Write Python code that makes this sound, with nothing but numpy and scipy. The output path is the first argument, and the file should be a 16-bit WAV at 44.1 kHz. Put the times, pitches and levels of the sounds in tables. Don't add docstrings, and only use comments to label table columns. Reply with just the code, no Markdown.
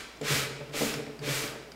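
import sys
import numpy as np
from scipy import signal
from scipy.fft import rfft, irfft
from scipy.io import wavfile

SR = 44100
rng = np.random.default_rng(int(sys.argv[2]) if len(sys.argv) > 2 else 0)


def inscribe(sig):
    pcm = np.round(np.clip(np.atleast_2d(sig).T, -1, 1) * 32767)
    wavfile.write(sys.argv[1], SR, pcm.astype(np.int16))


N = 77175
LEAD = SR // 3

# start [t/s], fastest [t/s], end [t/s], scratch [level/dB], fizz [level/dB],
# panel rumble [level/dB], lag of the fizz peak [t/s]
STROKES = [(-.29, -0.153, 0.036, -3.5, 1, -12, -0.02), (0.217, 0.329, 0.51, -1, 0.5, -1.5, 0.01),
           (0.716, 0.797, 1.044, -5.5, -1.5, -5, 0.0014), (1.21, 1.308, 1.573, -5.5, -2.5, 1, 0.04)]
# [f/Hz], spectrum [level/dB]
SCRATCH_SPECTRUM = [(100, -7), (500, -16.5), (950, -10.5), (1250, -0.5), (1900, 1), (2350, 0), (3600, -1),
                    (5000, -4), (7000, -8), (10000, -18), (15500, -29)]
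# [f/Hz], spectrum [level/dB]
FIZZ_SPECTRUM = [(1000, 1), (3000, -30), (5000, 3), (7500, 5.5), (9500, 0.5), (12000, 0), (15500, -6)]
# [f/Hz], relative [level/dB], 60 dB decay [t/s]
PANEL_MODES = [(131.5, -15, 0.17), (152.3, -8, 0.16), (230.2, -5, 0.15), (285, -9, 0.11), (305, -3, 0.092),
               (398, -0.5, 0.033), (438, 6.5, 0.1), (500.6, -8.5, .13), (574, -3.5, .13),
               (635.6, -8.5, 0.051), (716, -30, 0.11), (780, -7.5, 0.091)]
# [f/Hz], relative [level/dB], 60 dB decay [t/s]
RASP_MODES = [(1222, 2, 0.035), (1587, 1, 0.014), (2030, 3, 0.038), (2310, 12.5, 0.03), (2450, 1, .035),
              (2520, -24, .045), (3223, -1.5, .05), (4050, 2, 0.037), (5150, -6, .03)]
# [f/Hz], 60 dB decay [t/s]
ROOM_DECAY = [(100, 1.02), (450, 0.9), (2000, 1.09), (5000, 0.91), (9000, 0.49), (15000, 0.16)]
# [f/Hz], [level/dB]
ROOM_LEVEL = [(100, -6), (450, -4), (2000, -6), (6000, -9), (14000, -2)]
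# [f/Hz], spectrum [level/dB]
AIR_SPECTRUM = [(20, -28), (45, -11), (70, -43), (110, 2), (400, 7.5), (1000, -2), (4000, -14), (9000, -18),
                (15500, -24)]
# [t/s], [level/dB], centre [f/Hz], share of broad scratch [gain]
SNAPS = [(.172, -55, 5940, .8), (.214, -38.5, 7300, 0.63), (.695, -50, 5070, 1), (0.94, -32, 5360, 0.36),
         (1.066, -41.5, 2140, 0.19), (1.192, -41, 4700, 0.27), (1.478, -37, 5100, 0.7),
         (1.719, -41, 4800, 0.69)]
# [t/s], [level/dB], swell of contact [t/s], chatter length [t/s]
BUMPS = [(.212, -35, 0.0012, 0.028), (0.297, -33, 0.011, 0.044), (.36, -42.5, 0.0025, 0.014),
         (0.423, -42, 0.011, 0.018), (0.506, -44.5, 0.0036, 0.01), (.603, -41.5, 0.0043, .022),
         (0.701, -48, 0.003, 0.014), (.742, -36.5, 0.0014, 0.035), (.804, -29, 0.013, 0.03),
         (0.935, -40.5, .005, 0.017), (.973, -36.5, 0.0071, 0.041), (1.069, -42.5, 0.0023, 0.022),
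         (1.198, -43.5, 0.017, 0.061), (1.272, -36, 0.0058, 0.015), (1.439, -42, 0.0021, 0.013),
         (1.553, -44.5, 0.0016, 0.012)]
# middle [t/s], [level/dB]
PUSHES = [(0.238, -41), (0.317, -34), (0.454, -44.5), (0.621, -42), (0.716, -48.5), (0.821, -44),
          (.978, -40), (1.015, -43), (1.214, -42.5), (1.257, -43.5), (1.313, -33), (1.75, -58)]

RISE_POWER, FALL_POWER, FIZZ_POWER, RUMBLE_POWER = 1.23, 1.67, 1.69, 0.17
GRIT_PER_S, GRIT_SPREAD_DB = 14000, 2.5
GRIP_DB, GRIP_HZ = 0.45, 90
SCRATCH_DB, FIZZ_DB, RUMBLE_DB, RASP_DB = -29, -36.5, -44, -37.5
BODY_CUT_HZ = 98
AIR_DB, HUM_DB, HUM_HZ = -52, -62, 59
SNAP_WIDTH_OCT, SNAP_S = 0.11, 0.004
BLOW_S, SOFTEN_S = 0.00098, 0.0035
CHATTER_GAIN, CHATTER_PER_S = 0.29, 1500
PLACE_DB = 3.5
CLACK_DB, CLACK_S = -7, 0.018
PUSH_HZ, PUSH_S, PUSH_SAG_HZ_PER_S = 146.8, 0.02, 350
EDGE_HZ = 15800


def amp(db):
    return 10 ** (np.asarray(db) / 20)


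def evened(x):
    return x / np.sqrt(np.mean(x ** 2) + 1e-20)


def read(points, hz):
    f, value = np.transpose(points)
    return np.interp(np.log(hz + 1), np.log(f), value)


def colour(x, points):
    gain = amp(read(points, np.fft.rfftfreq(len(x), 1 / SR)))
    return evened(irfft(rfft(x) * gain, len(x)))


def filtered(x, order, hz, kind):
    return signal.sosfilt(signal.butter(order, hz, kind, fs=SR, output="sos"), x)


def add(mix, s, sound):
    part = mix[LEAD + round(s * SR):][:len(sound)]
    part += sound[:len(part)]


def ring(force, modes):
    t = np.arange(SR // 2) / SR
    body = sum(amp(db - 60 * t / t60) * np.cos(2 * np.pi * hz * t) for hz, db, t60 in modes)
    body = filtered(body, 4, BODY_CUT_HZ, "highpass")
    return signal.fftconvolve(force, body / np.linalg.norm(body))[:len(force)]


def pace(t, start, fastest, end):
    up = np.clip((t - start) / (fastest - start), 0, 1)
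    down = np.clip((end - t) / (end - fastest), 0, 1)
    return np.sin(np.pi / 2 * up) ** RISE_POWER * np.sin(np.pi / 2 * down) ** FALL_POWER


def grit(size):
    hits = (rng.random(size) < GRIT_PER_S / SR) * rng.choice([-1, 1], size)
    strength = amp(GRIT_SPREAD_DB * np.minimum(rng.exponential(1, size), 4))
    grip = evened(filtered(rng.standard_normal(size), 2, GRIP_HZ, "lowpass"))
    return evened(hits * strength * amp(GRIP_DB * grip))


def sanding(t):
    scratch, fizz, rumble = np.zeros((3, len(t)))
    for start, fastest, end, scratch_db, fizz_db, rumble_db, lag in STROKES:
        speed = pace(t, start, fastest, end)
        scratch += amp(scratch_db) * speed
        fizz += amp(fizz_db) * pace(t, start, fastest + lag, end) ** FIZZ_POWER
        rumble += amp(rumble_db) * speed ** RUMBLE_POWER
    force = grit(len(t))
    scratching = amp(SCRATCH_DB) * scratch * colour(force, SCRATCH_SPECTRUM)
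    rasping = amp(RASP_DB) * ring(scratch * grit(len(t)), RASP_MODES)
    fizzing = amp(FIZZ_DB) * fizz * colour(grit(len(t)), FIZZ_SPECTRUM)
    drumming = amp(RUMBLE_DB) * ring(rumble * force, PANEL_MODES)
    return scratching + rasping + fizzing + drumming


def workshop(x):
    hz, t, bands = signal.stft(rng.standard_normal(SR), SR, nperseg=256)
    t60 = read(ROOM_DECAY, hz)[:, None]
    decay = amp(read(ROOM_LEVEL, hz)[:, None] - 60 * t / t60)
    even_energy = np.sqrt(2 * np.log(1000) / (t60 * SR))
    tail = signal.istft(bands * decay * even_energy, SR, nperseg=256)[1]
    echo = np.r_[np.zeros(SR // 200), tail]
    return signal.fftconvolve(x, echo)[:len(x)]


def room_tone():
    t = np.arange(N) / SR
    air = amp(AIR_DB) * colour(rng.standard_normal(N), AIR_SPECTRUM)
    hum = amp(HUM_DB) * np.sqrt(2) * np.sin(2 * np.pi * HUM_HZ * t)
    return air + hum


def snaps(size):
    out, t = np.zeros(size), np.arange(2048) / SR
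    hz = np.fft.rfftfreq(len(t), 1 / SR) + 1
    for s, db, pitch, broad in SNAPS:
        peak = np.exp(-(np.log2(hz / pitch) / SNAP_WIDTH_OCT) ** 2)
        shape = peak + broad * amp(read(SCRATCH_SPECTRUM, hz))
        noise = evened(irfft(rfft(rng.standard_normal(len(t))) * shape))
        add(out, s, amp(db) * noise * np.exp(-t / SNAP_S))
    return out


def bumps(size):
    out, t = np.zeros(size), np.arange(SR // 2) / SR
    pad = t / BLOW_S * np.exp(-4 * t / BLOW_S)
    for s, db, swell, length in BUMPS:
        contact = 1 - np.exp(-t / swell)
        hits = rng.standard_normal(len(t)) * (rng.random(len(t)) < CHATTER_PER_S / SR)
        force = CHATTER_GAIN * hits * contact * np.exp(-(t / length) ** 2)
        force[0] = np.exp(-swell / SOFTEN_S)
        modes = [(hz, level + PLACE_DB * rng.standard_normal(), t60) for hz, level, t60 in PANEL_MODES]
        knock = ring(signal.fftconvolve(force, pad)[:len(t)], modes)
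        knock = knock / knock[:SR // 25].std()
        clack = evened(filtered(rng.standard_normal(len(t)), 2, [300, 2200], "bandpass"))
        clack = amp(CLACK_DB) * clack * contact * np.exp(-t / CLACK_S)
        add(out, s, amp(db) * (knock + clack))
    return out


def pushes(t):
    out = np.zeros(len(t))
    for s, db in PUSHES:
        from_middle = t - s
        swell = np.exp(-(from_middle / PUSH_S) ** 2)
        cycles = PUSH_HZ * from_middle - PUSH_SAG_HZ_PER_S * from_middle ** 2 / 2 + rng.random()
        out += amp(db) * np.sqrt(2) * swell * np.sin(2 * np.pi * cycles)
    return out


def scene():
    t = np.arange(-LEAD, N) / SR
    direct = sanding(t) + snaps(len(t)) + bumps(len(t)) + pushes(t)
    mono = (direct + workshop(direct))[LEAD:] + room_tone()
    return np.array([mono, mono])


def record(dry):
    band_limit = signal.firwin(801, EDGE_HZ, window=("kaiser", 9), fs=SR)
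    return signal.oaconvolve(dry, band_limit[None], "same")


dry = scene()
out = record(dry)
inscribe(out)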